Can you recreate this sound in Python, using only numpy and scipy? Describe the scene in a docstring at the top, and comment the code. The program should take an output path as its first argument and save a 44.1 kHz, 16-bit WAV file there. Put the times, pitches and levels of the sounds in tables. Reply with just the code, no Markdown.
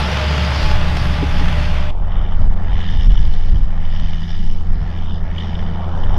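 """A big six-cylinder diesel tractor roars close by and moves away, dragging a disc harrow over dry soil: firing-
gated noise, gear whines and two frame knocks. A hard cut leads to a second pass, far off and coming nearer:
combustion knocks ring the block, bonnet and valve gear, a clatter that swells and fades in the moving air.
Wind, as low-frequency noise, buffets the microphone throughout; the input stage flattens its peaks."""
import sys
import numpy as np
from scipy import signal
from scipy.fft import rfft, irfft, next_fast_len
from scipy.io import wavfile
from scipy.ndimage import uniform_filter1d, map_coordinates

SR = 44100
rng = np.random.default_rng(int(sys.argv[2]) if len(sys.argv) > 2 else 0)


def unload_audio(sound):
    """Save the sound as a 16-bit wav file, at the path given as the first command line argument."""
    columns = np.transpose(np.atleast_2d(sound))
    # keep every value between -1 and 1, then stretch to whole-number steps
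    steps = np.round(np.clip(columns, -1, 1) * 32767)
    wavfile.write(sys.argv[1], SR, steps.astype(np.int16))


N = 272538
T = np.arange(N) / SR  # seconds


def amp(db):
    """Decibels to linear gain."""
    return 10 ** (np.asarray(db) / 20)


def unit(x):
    """x at rms 1."""
    return x / np.sqrt(np.mean(x ** 2) + 1e-20)


def curves(rows):
    """One value per sample for each column after the time."""
    time_s, *columns = np.transpose(rows)
    return [np.interp(T, time_s, column) for column in columns]


def wobble(knots_per_s):
    """A smooth random curve."""
    knots = rng.standard_normal(int(N * knots_per_s / SR) + 4)
    return map_coordinates(knots, [T * knots_per_s])


def filtered(x, response):
    """x through a response given as a function of frequency in Hz."""
    size = next_fast_len(N + SR // 2)
    spectrum = rfft(x, size) * response(np.fft.rfftfreq(size, 1 / SR))
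    return irfft(spectrum, size)[..., :N]


def coloured(x, points):
    """x through (Hz, dB) gain points on a log frequency axis, at rms 1."""
    point_hz, gain_db = np.transpose(points)
    return unit(filtered(x, lambda hz: amp(np.interp(np.log(hz + 1), np.log(point_hz + 1), gain_db))))


def resonant(x, modes):
    """x twice through (Hz, width in Hz, dB) resonances of alternating sign, so valleys stay dark; rms 1."""
    def response(hz):
        total = 0
        for k, (centre_hz, width_hz, db) in enumerate(modes):
            damping = 1j * hz * width_hz
            total = total + (-1) ** k * amp(db / 2) * damping / (centre_hz ** 2 - hz ** 2 + damping)
        return total ** 2
    return unit(filtered(x, response))


def patchy(spread_db):
    """White noise whose gain varies in small patches of time and frequency, as turbulent air makes it."""
    z = signal.stft(rng.standard_normal(N), nperseg=512)[2]
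    field = uniform_filter1d(rng.standard_normal(z.shape), size=6, axis=0)
    field = uniform_filter1d(field, size=10, axis=1)
    return signal.istft(z * amp(spread_db * unit(field)), nperseg=512)[1][:N]


def evened(x, share):
    """Noise with part of its own swelling taken out, so that the gust curve mostly sets its strength."""
    envelope = np.abs(signal.hilbert(x, next_fast_len(N))[:N])
    return unit(x / (envelope + 0.11) ** share)


def firing_gate(firing_hz, sharp, scatter_db, steady):
    """A burst for each firing, of random size with a pattern over the six cylinders, on a steady share."""
    cycles = np.cumsum(firing_hz) / SR
    index = np.floor(cycles).astype(int)
    per_firing = rng.standard_normal(N // 100)[index]
    per_cylinder = rng.standard_normal(6)[index % 6]
    size_db = scatter_db * (per_firing + 0.28 * per_cylinder)
    return steady + amp(size_db) * np.sin(np.pi * (cycles - index)) ** sharp


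def tone(hz, rms_db, waver_db):
    """A sine whose strength wavers around rms_db."""
    level = np.sqrt(2) * amp(rms_db + waver_db * wobble(14))
    return level * np.sin(2 * np.pi * np.cumsum(hz) / SR)


def ring(start_s, db, modes):
    """Damped modes (Hz, dB, t60 in s) struck at start_s."""
    t = np.maximum(T - start_s, 0)
    body = sum(amp(g - 60 * t / t60_s) * np.sin(2 * np.pi * hz * t) for hz, g, t60_s in modes)
    return amp(db) * (1 - np.exp(-t / 0.0015)) * body


def microphone_hiss():
    """Steady self-noise of the microphone."""
    # Each row: frequency in Hz, gain in dB.
    hiss_spectrum = [(3000, -20), (7000, 0), (12500, -4), (15700, -9)]
    return amp(-81.5) * coloured(rng.standard_normal(N), hiss_spectrum)


def wind():
    """Slow pushes and lumpy buffeting on the microphone, both low-frequency noise."""
    # Slow push. Each row: time in seconds, level in dB.
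    push_rows = [(0, -29), (.4, -39), (.58, -36), (.68, -8), (.8, -12), (.92, -22), (1.03, -12),
                 (1.25, -23), (1.37, -7), (1.55, -14), (2.0, -15), (2.5, -9.5), (2.85, -15), (3.4, -9),
                 (3.7, -10), (4.05, -8.5), (4.3, -17), (4.45, -9), (4.7, -8.5), (4.82, -20), (5.2, -16),
                 (5.42, -26), (5.62, -17), (5.85, -21), (6.02, -11), (6.15, -12)]
    # Bursts of buffeting. Each row: centre in seconds, level in dB, length in seconds.
    bursts = [(.64, -17, .03), (1.45, -21, .04), (2.02, -17, .05), (2.2, -17, .06), (2.44, -11, .07),
              (2.73, -13, .05), (2.97, -10, .05), (3.09, -7, .04), (3.23, -13, .09), (3.54, -9, .04),
              (3.62, -15, .04), (4.04, -17, .04), (4.8, -15, .07), (5.25, -24, .1), (5.55, -24, .08),
              (6.12, -15, .07)]
    # Spectra. Each row: frequency in Hz, gain in dB.
    push_spectrum = [(2, -42), (5, -12), (11, 21), (18, 17.5), (26, 3), (60, -55.5), (300, -140)]
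    buffet_spectrum = [(14, -41), (26, 2), (36, 1.5), (55, -9.5), (110, -20), (200, -32), (300, -41),
                       (1000, -89), (3000, -140)]
    push_db = uniform_filter1d(curves(push_rows)[0], size=900)
    # steady buffeting is -27 dB at a push of -12 dB and takes half of its swing
    lumps = amp(-27 + .5 * (push_db + 12))
    for centre_s, db, length_s in bursts:
        lumps += amp(db) * np.exp(-((T - centre_s) / length_s) ** 2)
    push = amp(push_db) * evened(coloured(rng.standard_normal(N), push_spectrum), share=0.57)
    buffet = lumps * evened(coloured(rng.standard_normal(N), buffet_spectrum), share=0.53)
    return filtered(push + buffet, lambda hz: 1 / (1 + (hz / 400) ** 6))


def near_rumble(rumble_db):
    """Chassis rumble close by: low noise."""
    # Each row: frequency in Hz, gain in dB.
    rumble_spectrum = [(40, -17), (90, 2), (140, 0), (175, 2.5), (200, -12.5), (300, -14), (340, -34),
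                       (1000, -75)]
    return amp(rumble_db + 1.2 * wobble(8)) * coloured(patchy(0.48), rumble_spectrum)


def soil_fizz(gate, roar_db, dust_db):
    """Soil fizz and, above it, dust hiss: firing-gated noise."""
    # Each row: frequency in Hz, gain in dB.
    fizz_spectrum = [(3000, -15), (4000, -6.5), (4900, -4), (6300, -16.5), (7600, -27.5), (10000, -59.5)]
    dust_spectrum = [(5000, -31), (7600, -2.5), (9500, 1), (12500, -5.5), (15700, -16)]
    # fizz starts near -34 dB, swings with the dust and fades with the roar
    fizz_db = -34 + (dust_db - dust_db[0]) / 2 + 1.2 * (roar_db - roar_db[0])
    fizz_db += 0.69 * wobble(7.76)
    fizz = amp(fizz_db) * coloured(gate * patchy(2.3), fizz_spectrum)
    dust = amp(dust_db + .6 * wobble(12)) * coloured(gate * patchy(1.2), dust_spectrum)
    return fizz + dust


def gear_whine(firing_hz):
    """Gear whines: jittering tones locked to the firing rate."""
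    # Whine frequencies as multiples of the firing rate.
    orders = [4.22, 8.5, 12, 17]
    # Each row: time in seconds, then the level of each of the four whines in dB.
    whine_rows = [(0, -48, -42, -36, -52), (.22, -50, -33, -39, -56), (.45, -50, -35, -35, -56),
                  (.57, -44, -37, -44, -54), (.67, -42, -36, -32, -48), (.85, -54, -41, -43, -42),
                  (1.2, -45, -38, -38, -44), (1.38, -43, -46, -40, -54), (1.6, -46, -36, -44, -52),
                  (1.9, -52, -39, -44, -48)]
    whine = 0
    for order, db in zip(orders, curves(whine_rows)):
        whine = whine + tone(order * firing_hz * (1 + .006 * wobble(45)), db, 2.2)
    return whine


def harrow_knocks():
    """Knocks ring the harrow frame; a steel part struck just before the start still rings."""
    # Each row: start in seconds, level in dB before a 1 dB cut.
    knocks = [(1.227, -10.5), (1.412, -19)]
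    # Modes of the frame and of the steel part. Each row: frequency in Hz, level in dB, t60 in seconds.
    frame_modes = [(286, 2.5, 0.07), (392, -3.5, 0.06)]
    steel_modes = [(9200, -36, .06), (12500, -45, .05)]
    return sum(ring(s, db - 1.0, frame_modes) for s, db in knocks) + ring(-.004, 0, steel_modes)


def leaving():
    """Close by: a strong firing note, a nearly smooth roar of fan, tyres and soil, gear whines and knocks."""
    # Firing rate, sagging as the tractor moves away. Each row: time in seconds, rate in Hz.
    firing_rows = [(0, 72.2), (.4, 72.2), (.75, 70.9), (1.25, 69.7), (1.6, 70.0), (1.9, 70.6)]
    # Each row: time in seconds, roar (before a 1.3 dB lift), dust hiss and chassis rumble levels in dB.
    level_rows = [(0, -24, -54, -26), (.5, -24.5, -55.5, -26), (.63, -24.5, -51, -25),
                  (.8, -27, -57.5, -22.5), (1.04, -28, -53, -22), (1.25, -28.5, -59.5, -21),
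                  (1.62, -28.5, -56, -22), (1.78, -30.5, -63, -25.5), (1.9, -34, -64, -28)]
    # Each row: frequency in Hz, gain in dB.
    roar_spectrum = [(200, 3.5), (300, -9), (340, -3), (600, 0), (860, 0.5), (2000, -2.5), (2200, -3.5),
                     (3500, -5), (4000, -16.5), (6000, -24), (8000, -36), (16000, -74)]
    firing_hz, = curves(firing_rows)
    roar_db, dust_db, rumble_db = curves(level_rows)
    gate = firing_gate(firing_hz, sharp=3.9, scatter_db=-6.0, steady=4.5)
    note_db = -18 + .25 * (roar_db - roar_db[0])  # fades by a quarter of the roar's fading
    note = tone(firing_hz, note_db, 1.1) + tone(2 * firing_hz, note_db - 17, 1.4)
    roar = amp(roar_db + 1.3) * coloured(gate * patchy(0.6), roar_spectrum)
    surface = near_rumble(rumble_db) + soil_fizz(gate, roar_db, dust_db)
    return surface + gear_whine(firing_hz) + harrow_knocks() + note + roar


def far_rumble(rumble_db):
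    """Chassis rumble from afar: low noise."""
    # Each row: frequency in Hz, gain in dB.
    rumble_spectrum = [(60, -12), (110, -6), (200, 4), (240, -9.5), (300, -15), (450, -19), (1000, -59.5),
                       (4000, -140)]
    return amp(rumble_db + 5.5) * coloured(patchy(1.0), rumble_spectrum)


def top_hiss(knock, valve_db):
    """Faint knock-gated top hiss that swells 50 ms after the valve tick."""
    # Each row: frequency in Hz, gain in dB.
    hiss_spectrum = [(5000, -12), (7000, -3), (7800, -3), (10000, -3), (12500, -7), (15700, -14)]
    late_valve_db = np.interp(T - .05, T, valve_db)
    hiss_db = -76 + .9 * (late_valve_db + 55) + 2.2 * wobble(12)
    return amp(hiss_db) * coloured((knock + 1.5) * patchy(1.2), hiss_spectrum)


def turbo_whistle():
    """Turbocharger whistle: a jittering tone that sinks under load and recovers."""
    # Each row: time in seconds, frequency in Hz, level in dB.
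    turbo_rows = [(1.9, 14300, -106), (2.8, 13380, -90), (3.2, 13170, -87), (3.55, 12870, -87),
                  (3.9, 12850, -88), (4.45, 13100, -83), (4.8, 13290, -90), (5.2, 13100, -89),
                  (6.18, 13020, -86)]
    turbo_hz, turbo_db = curves(turbo_rows)
    return tone(turbo_hz + 60 * wobble(250), turbo_db, 2.5)


def ground_dips(x):
    """Direct and ground path cancel in bands that slide up in pitch."""
    # Each row: centre in seconds, frequency in Hz, depth in dB, length in seconds.
    dips = [(1.98, 1800, 15, .1), (4.05, 430, 13, .4), (4.6, 2000, 5, .12), (5.12, 2150, 10, .13),
            (5.95, 2100, 7, .14)]
    width, slide = .17, .22  # band width, and climb over one length, as shares of the pitch
    hz, t, z = signal.stft(x, SR, nperseg=1024)
    loss_db = 0
    for centre_s, dip_hz, depth_db, length_s in dips:
        age = (t - centre_s) / length_s
        offset = (hz[:, None] / dip_hz - 1 - slide * age) / width
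        loss_db = loss_db + depth_db * np.exp(-offset ** 2 - age ** 2)
    return signal.istft(z * amp(-loss_db), SR, nperseg=1024)[1][:N]


def dropouts():
    """A gain that falls within 1.5 ms, holds, and comes back over a few milliseconds."""
    # Brief losses of the clatter. Each row: start in seconds, depth in dB.
    drops = [(2.482, 16), (2.548, 12), (2.977, 10), (3.083, 11), (3.16, 8), (3.3, 7), (3.535, 8), (3.62, 6)]
    loss_db = 0
    for start_s, depth_db in drops:
        return_s = .0008 * depth_db  # deeper drops last longer
        fall = np.clip((T - start_s) / .0015, 0, 1)
        recovery = np.clip((T - start_s - .6 * return_s) / return_s, 0, 1)
        loss_db = loss_db + depth_db * fall * (1 - recovery)
    return amp(-loss_db)


def clatter(knock, bark_db, block_db, valve_db):
    """Exhaust bark, and combustion knocks exciting resonances of bonnet, block and valve gear."""
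    # Exhaust bark. Each row: frequency in Hz, gain in dB.
    bark_spectrum = [(200, -22), (350, -4), (470, -4), (830, 0.5), (1000, -4.5), (1400, -8), (2500, -28.5),
                     (8000, -89.5)]
    # Resonances. Each row: frequency in Hz, width in Hz, gain in dB.
    bonnet_modes = [(1644, 132, 1), (1880, 300, 2.5), (2270, 320, 0), (2710, 490, -11)]
    block_modes = [(2969, 232, -1), (3280, 210, -2.5), (3575, 210, -4.5)]
    valve_modes = [(3830, 490, -5.5), (4396, 500, -2.5), (4910, 450, -0.5), (5500, 366, 0),
                   (5960, 580, -7.5), (7080, 1100, -23.5)]
    # Loudest single clacks of the block. Each row: start in seconds, level in dB before a 6.5 dB cut.
    clack_rows = [(2.119, -35), (2.717, -34), (2.7395, -30), (2.8096, -27.5), (2.8844, -28.5),
                  (3.0043, -23), (3.101, -35), (3.1716, -26), (3.6096, -39), (4.236, -27), (4.3448, -31),
                  (5.381, -24), (5.403, -26), (5.5493, -29.5), (6.0348, -29)]
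    # the bonnet swells less than the block, and 90 ms earlier
    bonnet_db = -46.5 + .55 * (np.interp(T + .09, T, block_db) + 48)
    steady_clatter = amp(bark_db + 3.1) * coloured((knock + 0.96) * patchy(0.93), bark_spectrum)
    steady_clatter += amp(bonnet_db) * resonant((knock + 0.44) * patchy(1.1), bonnet_modes)
    steady_clatter += amp(block_db + 0.7) * resonant(knock * patchy(0.57), block_modes)
    steady_clatter += amp(valve_db) * resonant((knock + 0.73) * patchy(2.0), valve_modes)
    block_ring = resonant(rng.standard_normal(N), block_modes)
    bursts = sum(amp(db - 6.5) * np.exp(-((T - s - .004) / 0.0042) ** 2) for s, db in clack_rows)
    return dropouts() * (ground_dips(steady_clatter) + block_ring * bursts)


def nearing():
    """Far off: each combustion knock rings the block, bonnet and valve gear over a thin firing note."""
    # Firing rate, dipping under load. Each row: time in seconds, rate in Hz.
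    firing_rows = [(1.9, 83.8), (2.4, 83.4), (2.9, 82.7), (3.4, 81.8), (4.1, 81.6), (5.0, 82.4),
                   (6.18, 83.7)]
    # Each row: time in seconds, firing tone, exhaust bark and chassis rumble levels in dB before trims.
    level_rows = [(1.92, -30, -43, -46), (2.1, -27, -39, -44), (2.6, -24, -39.5, -39),
                  (3.1, -26.5, -43, -37), (3.6, -28, -45, -40), (3.85, -26, -43, -43),
                  (4.45, -27, -48, -39), (4.9, -26, -41.5, -39), (5.3, -25.5, -42.5, -37.5),
                  (5.7, -24.5, -38, -35), (6.15, -23, -35, -35)]
    # What the air lets through. Each row: time in seconds, block knock (before trim) and valve tick in dB.
    carry_rows = [(1.92, -57, -64), (2.05, -56, -64), (2.17, -46, -62), (2.3, -46, -59), (2.42, -55, -58),
                  (2.62, -53, -60), (2.87, -37.5, -48), (3.13, -42, -48.5), (3.5, -48, -53),
                  (3.74, -56, -60), (3.96, -43, -52), (4.42, -46, -50), (4.7, -58, -59), (4.9, -50, -55),
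                  (5.13, -43.5, -57), (5.25, -57, -61), (5.4, -41, -51), (5.65, -47, -56), (5.86, -51, -59),
                  (6.0, -50, -54), (6.12, -46, -55)]
    firing_hz, = curves(firing_rows)
    note_db, bark_db, rumble_db = curves(level_rows)
    block_db, valve_db = (uniform_filter1d(c, size=3000) for c in curves(carry_rows))
    knock = firing_gate(firing_hz, sharp=3.5, scatter_db=2.3, steady=.35)
    note = tone(firing_hz, note_db + 0.5, 0.98)
    note += tone(2 * firing_hz, note_db - 9.5 + 1.5 * wobble(3), 0.55)
    note += tone(4.17 * firing_hz, -54, 2.2)
    background = far_rumble(rumble_db) + top_hiss(knock, valve_db) + turbo_whistle()
    return background + note + clatter(knock, bark_db, block_db, valve_db)


def scene():
    """The two passes butt together; wind and microphone hiss run through both."""
    cut_s, join_s = 1.909, 0.00073
    later = np.clip((T - cut_s) / join_s, 0, 1)
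    tractor = (1 - later) * leaving() + later * nearing()
    return (microphone_hiss() + wind() + tractor)[None]


def record(dry):
    """The input stage flattens the wind peaks, which chokes the treble riding on them; then the band limit."""
    squeezed = dry / (1 + np.abs(dry / 1.02) ** 6) ** (1 / 6)
    return filtered(squeezed, lambda hz: hz < 15720)


dry = scene()
out = record(dry)
unload_audio(out)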